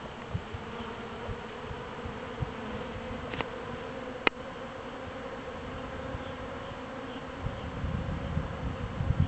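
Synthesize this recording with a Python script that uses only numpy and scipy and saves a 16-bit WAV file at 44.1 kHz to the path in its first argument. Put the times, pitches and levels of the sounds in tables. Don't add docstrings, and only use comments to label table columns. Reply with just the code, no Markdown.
import sys
import numpy as np
from scipy import signal
from scipy.fft import rfft, irfft, next_fast_len
from scipy.io import wavfile

SR = 44100
rng = np.random.default_rng(int(sys.argv[2]) if len(sys.argv) > 2 else 0)


def digitize_waveform(pressure):
    field = np.atleast_2d(pressure).T
    bounded = np.clip(field, -1, 1)
    quanta = np.round(bounded * 32767).astype(np.int16)
    wavfile.write(sys.argv[1], SR, quanta)


N = 408807
TIME = np.arange(N) / SR


def from_db(db):
    return 10 ** (np.asarray(db) / 20)


def rms_one(x):
    return x / np.sqrt(np.mean(x ** 2) + 1e-20)


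def in_time(rows):
    times, *columns = np.transpose(rows)
    return [np.interp(TIME, times, column) for column in columns]


def gain_at(points, hz):
    point_hz, db = np.transpose(points)
    return from_db(np.interp(np.log(hz + 1e-6), np.log(point_hz), db))


def noise(spectrum):
    size = next_fast_len(N)
    hz = np.arange(size // 2 + 1) * SR / size
    white = rfft(rng.standard_normal(size))
    return rms_one(irfft(white * gain_at(spectrum, hz), size)[:N])


def drift(rate_hz, size=4096):
    r = np.exp(-2 * np.pi * rate_hz * N / SR / size)
    return rms_one(signal.lfilter([1], [1, -2 * r, r * r], rng.standard_normal(2 * size))[size:])


def stretch(steps):
    return np.interp(TIME, np.linspace(0, N / SR, len(steps)), steps)


def swell(t, half_length):
    return np.exp(-np.minimum(((TIME - t) / half_length) ** 2, 50))


def clicks_at(times, db):
    return np.bincount(np.round(times * SR).astype(int), from_db(db), N)


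def ring(clicks, hz, ring_s):
    r = np.exp(-np.log(1000) / (ring_s * SR))
    angle = 2 * np.pi * hz / SR
    return signal.lfilter([0, np.sin(angle)], [1, -2 * r * np.cos(angle), r * r], clicks + 1e-18)


def air(level_db=-44):
    # f/Hz, relative level/dB
    spectrum = [(25, -10), (50, -4), (90, -3.5), (150, -3.5), (330, -7.5), (700, -7.5), (1100, -9),
                (2000, -17.5), (2550, -20), (3000, -15.5), (3700, -29), (4600, -39.5), (8000, -51)]
    return from_db(level_db) * noise(spectrum)


def wind(lumps_db=3.0, push_cycles=0.54, wake_s=0.042, wake_db=-14.5):
    # t/s, level/dB
    breeze = [(0, -52), (3.1, -49), (4.7, -64), (5.5, -51), (5.9, -43), (6.9, -55), (7.35, -45),
              (8.05, -33.8), (8.75, -37), (9.27, -34.5)]
    # t/s, peak level/dB, f/Hz
    swirls = [(.356, -22.5, 114), (.55, -30.5, 91), (1.314, -29, 70), (1.714, -30.5, 90), (2.06, -30, 80),
              (2.43, -21.5, 124.8), (2.75, -33, 90), (2.965, -32, 80), (3.111, -29.5, 70), (3.39, -28, 110),
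              (3.74, -32.5, 100.1), (5.08, -34.5, 90), (5.75, -28, 110), (6.15, -28.5, 99.8),
              (6.72, -34, 90), (7.466, -21, 109.9), (7.64, -31, 89), (7.846, -23, 91), (7.915, -27, 130),
              (7.95, -23, 120), (8.376, -18, 129.4), (9.009, -19, 115), (9.106, -17, 111),
              (9.203, -12.5, 134.7), (9.224, -15, 135.3)]
    # f/Hz, relative level/dB
    spectrum = [(20, -26.5), (45, -2), (80, 2), (140, -3), (200, -6.5), (300, -16.5), (500, -43),
                (1000, -69)]
    breeze_db, = in_time(breeze)
    power, pushes = from_db(breeze_db) ** 2, np.zeros(N)
    for t, db, hz in swirls:
        power += (from_db(db + wake_db) * swell(t, wake_s)) ** 2
        pushes += from_db(db) * swell(t, push_cycles / hz) * np.cos(2 * np.pi * hz * (TIME - t))
    rumble = rms_one(noise(spectrum) * from_db(lumps_db * stretch(drift(12))))
    return pushes + np.sqrt(power) * rumble


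def bird(half_length_s=.046, trill_hz=55, trill_depth=0.093, slide=0.04, echoes=10, echo_s=.04):
    # t/s, middle f/Hz, level/dB
    chirps = [(.798, 3090, -49.5), (3.794, 2950, -54.5), (4.571, 3010, -55), (4.909, 2990, -54.5),
              (5.789, 2940, -51.5), (6.259, 3310, -50), (6.66, 3065, -49.5), (7.13, 3010, -46),
              (7.591, 3030, -50), (8.26, 3010, -52), (8.762, 2880, -52), (9.242, 3080, -51)]
    song = np.zeros(N)
    for t, hz, db in chirps:
        fall = slide * np.tanh((TIME - t) / half_length_s)
        trill = trill_depth * (2 * ((TIME - t) * trill_hz % 1) - 1)
        pitch = hz * (1 - fall - trill)
        song += from_db(db) * swell(t, half_length_s) * np.sin(2 * np.pi * np.cumsum(pitch) / SR)
    delays = (rng.random(echoes) ** 2 * echo_s * SR).astype(int)
    return song.std() * rms_one(sum(np.pad(song, (delay, 0))[:N] for delay in delays))


def leaves(grain_db=3.0, stir_db=-57.5, pole_clear_s=4.2, settle_s=.3):
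    # t/s, half length/s, level/dB
    brushes = [(0.848, 0.73, -54.5), (1.51, .035, -52), (2.2, .08, -55), (2.8, 0.19, -51.5),
               (3.327, 0.029, -44), (3.393, 0.028, -39)]
    # f/Hz, relative level/dB
    spectrum = [(300, -11.5), (900, -3), (2000, 0), (3100, 1), (3800, -8), (4500, -29), (6000, -35.5)]
    stir = from_db(stir_db) * np.clip((pole_clear_s - TIME) / settle_s, 0, 1)
    power = stir ** 2 + sum((from_db(db) * swell(t, half)) ** 2 for t, half, db in brushes)
    rustle = rms_one(noise(spectrum) * from_db(grain_db * stretch(drift(90))))
    return np.sqrt(power) * rustle


def bucket(level_db=-3):
    # t/s, relative level/dB
    bumps = [(.055, -31.5), (.311, -32.5), (1.252, -32), (1.261, -29.5), (3.273, -28.5)]
    # f/Hz, relative level/dB, ring time/s
    tones = [(488, 0.5, 0.026), (624, 1, 0.05), (715, -5.5, .05), (1060, -4, 0.033)]
    clicks = clicks_at(*np.transpose(bumps))
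    return sum(from_db(db + level_db) * ring(clicks, hz, ring_s) * (-1) ** k
               for k, (hz, db, ring_s) in enumerate(tones))


def pole_knocks(level_db=-6, thud_below_hz=700, band_hz=(160, 4800), crack_db=-10, crack_s=0.00089):
    # t/s, relative level/dB, change to the low tones/dB
    knocks = [(0.219, -27.5, -14), (3.337, -19.5, 2.5), (3.406, -14, 2.5), (4.267, -29, -7),
              (4.2709, -1, 1), (4.2733, .5, -12), (4.2746, -2.5, -25), (5.11, -36, 0)]
    # f/Hz, relative level/dB
    spectrum = [(100, -14), (400, -27), (1000, 20), (2900, -16), (4200, -18), (5200, -16.5), (6500, -19),
                (8000, -37)]
    # f/Hz, relative level/dB, ring time/s
    tones = [(303, -5.5, 0.02), (448, -6, 0.026), (960, -9, 0.034), (1163, -8.5, 0.011), (1370, -3, 0.01),
             (1845, -5.5, 0.022), (2080, -5.5, 0.018), (2440, -6, 0.01), (2670, -3.5, 0.011),
             (2844, -12, 0.033), (4300, -20, 0.005)]
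    times, db, thud_db = np.transpose(knocks)
    crack_fade = signal.lfilter([1], [1, -np.exp(-1 / (crack_s * SR))], clicks_at(times, db + crack_db))
    out = noise(spectrum) * crack_fade
    for k, (hz, tone_db, ring_s) in enumerate(tones):
        strength_db = db + tone_db + thud_db * (hz < thud_below_hz) + rng.standard_normal(len(times))
        out += ring(clicks_at(times, strength_db), hz, ring_s) * (-1) ** (k // 2)
    band = signal.butter(5, band_hz, "band", fs=SR, output="sos")
    return from_db(level_db) * signal.sosfilt(band, out)


def wing_stroke(gains, size=2048):
    phases = np.exp(2j * np.pi * rng.random(len(gains)))
    return rms_one(irfft(np.r_[0, gains * phases], size))


def buzz(stroke, pitch):
    position = np.cumsum(pitch) * (len(stroke) / SR)
    return stroke[position.astype(int) % len(stroke)]


def close_bees(treble_slope_db=-22, pitch_drop=0.011, wobble=.008):
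    # t/s, half length/s, wingbeat f/Hz, level/dB
    passes = [(.849, 0.15, 226.3, -49), (1.254, 0.1, 222, -50), (2.1, 0.096, 216, -50),
              (2.577, 0.046, 223.7, -39.5), (2.66, 0.043, 217.7, -40), (2.762, 0.075, 213, -42.5),
              (3.054, 0.13, 227.7, -44.5), (6.302, .45, 268, -50), (7.045, .1, 268.6, -50)]
    out, harmonics = np.zeros(N), np.arange(1, 15)
    for t, half, hz, db in passes:
        stroke = wing_stroke(from_db(treble_slope_db * np.log10(harmonics)))
        pitch = hz * (1 - pitch_drop * np.tanh((TIME - t) / half) + wobble * stretch(drift(10)))
        out += from_db(db) * swell(t, half) * buzz(stroke, pitch)
    return out


def swarm(count=56, spread=.085, lag=.035, wander=.027, wander_hz=1.8, flutter=.009, flutter_hz=14.16,
          distance_db=2.5, hum_boost_db=3.0, rasp_boost_db=0.34, stray_db=-3):
    # t/s, f/Hz
    wingbeat = [(0, 235.2), (.6, 229.1), (1.3, 231.1), (1.8, 243.2), (2.9, 246.6), (4, 249.1), (4.7, 255.9),
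                (6.3, 259.9), (9.27, 259.3)]
    # t/s, relative hum level/dB, relative rasp level/dB
    excitement = [(0, -51, -48), (.35, -55, -51.5), (.75, -46, -44.6), (1.45, -48, -45.5),
                  (3.35, -45, -45.5), (4.6, -47, -46.5), (6.35, -46, -45), (7.15, -47.5, -47),
                  (7.9, -49.5, -46.2), (8.75, -47, -45.8), (9.27, -50, -47)]
    # multiple of the wingbeat, relative level/dB
    hum_harmonics = [(1, -2.5), (2, 2.5)]
    # f/Hz, relative level/dB
    rasp_spectrum = [(600, 0.5), (780, -2.5), (1050, 2.5), (1300, -1), (1550, -1), (1780, -6.5),
                     (2000, -6.5), (2250, -11), (2600, -12.5), (2950, -18), (3350, -13), (3900, -34.5),
                     (4600, -44.5)]
    beat_hz, = in_time(wingbeat)
    hum_db, rasp_db = in_time(excitement)
    hum, rasp, harmonics = np.zeros(N), np.zeros(N), np.arange(1, 21)
    for rank in np.linspace(-1, 1, count):
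        pace = 1 + spread * rank - lag * rank ** 2
        pitch = beat_hz * stretch(pace + wander * drift(wander_hz) + flutter * drift(flutter_hz))
        hum_stroke = wing_stroke(from_db(np.array(hum_harmonics)[:, 1]))
        rasp_stroke = wing_stroke(gain_at(rasp_spectrum, harmonics * pace * beat_hz.mean()))
        nearness = stretch(from_db(distance_db * np.clip(drift(0.91), -2, 2)))
        raspiness = from_db(stray_db * abs(rank))
        hum += nearness * buzz(hum_stroke, pitch)
        rasp += nearness * raspiness * buzz(rasp_stroke, pitch)
    return (from_db(hum_db + hum_boost_db) * rms_one(hum)
            + from_db(rasp_db + rasp_boost_db) * rms_one(rasp))


def scene():
    return (swarm() + close_bees() + wind() + pole_knocks() + bucket() + leaves() + bird() + air())[None]


def gain_control(x, threshold_db=-12, release_db_per_s=85, attack_s=0.0024, thump_db=-57, thump_hz=8):
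    over_db = np.maximum(20 * np.log10(np.abs(x) + 1e-9) - threshold_db, 0)
    recovery_db = release_db_per_s * TIME
    held_db = np.maximum.accumulate(over_db + recovery_db, axis=-1) - recovery_db
    smoothing = np.exp(-1 / (attack_s * SR))
    dip_db = signal.lfilter([1 - smoothing], [1, -smoothing], held_db)
    thump = signal.sosfilt(signal.butter(2, thump_hz, "high", fs=SR, output="sos"), dip_db)
    return x * from_db(-dip_db) + from_db(thump_db) * thump


def record(dry, hiss_db=-60.5, cutoff_hz=8050):
    # f/Hz, level/dB
    tones = [(4389, -74.5), (6222, -88)]
    whine = sum(from_db(db) * np.sqrt(2) * np.sin(2 * np.pi * hz * TIME) for hz, db in tones)
    out = gain_control(dry) + whine + from_db(hiss_db) * rng.standard_normal(N)
    return signal.sosfilt(signal.ellip(12, .3, 90, cutoff_hz, fs=SR, output="sos"), out)


dry = scene()
out = record(dry)
digitize_waveform(out)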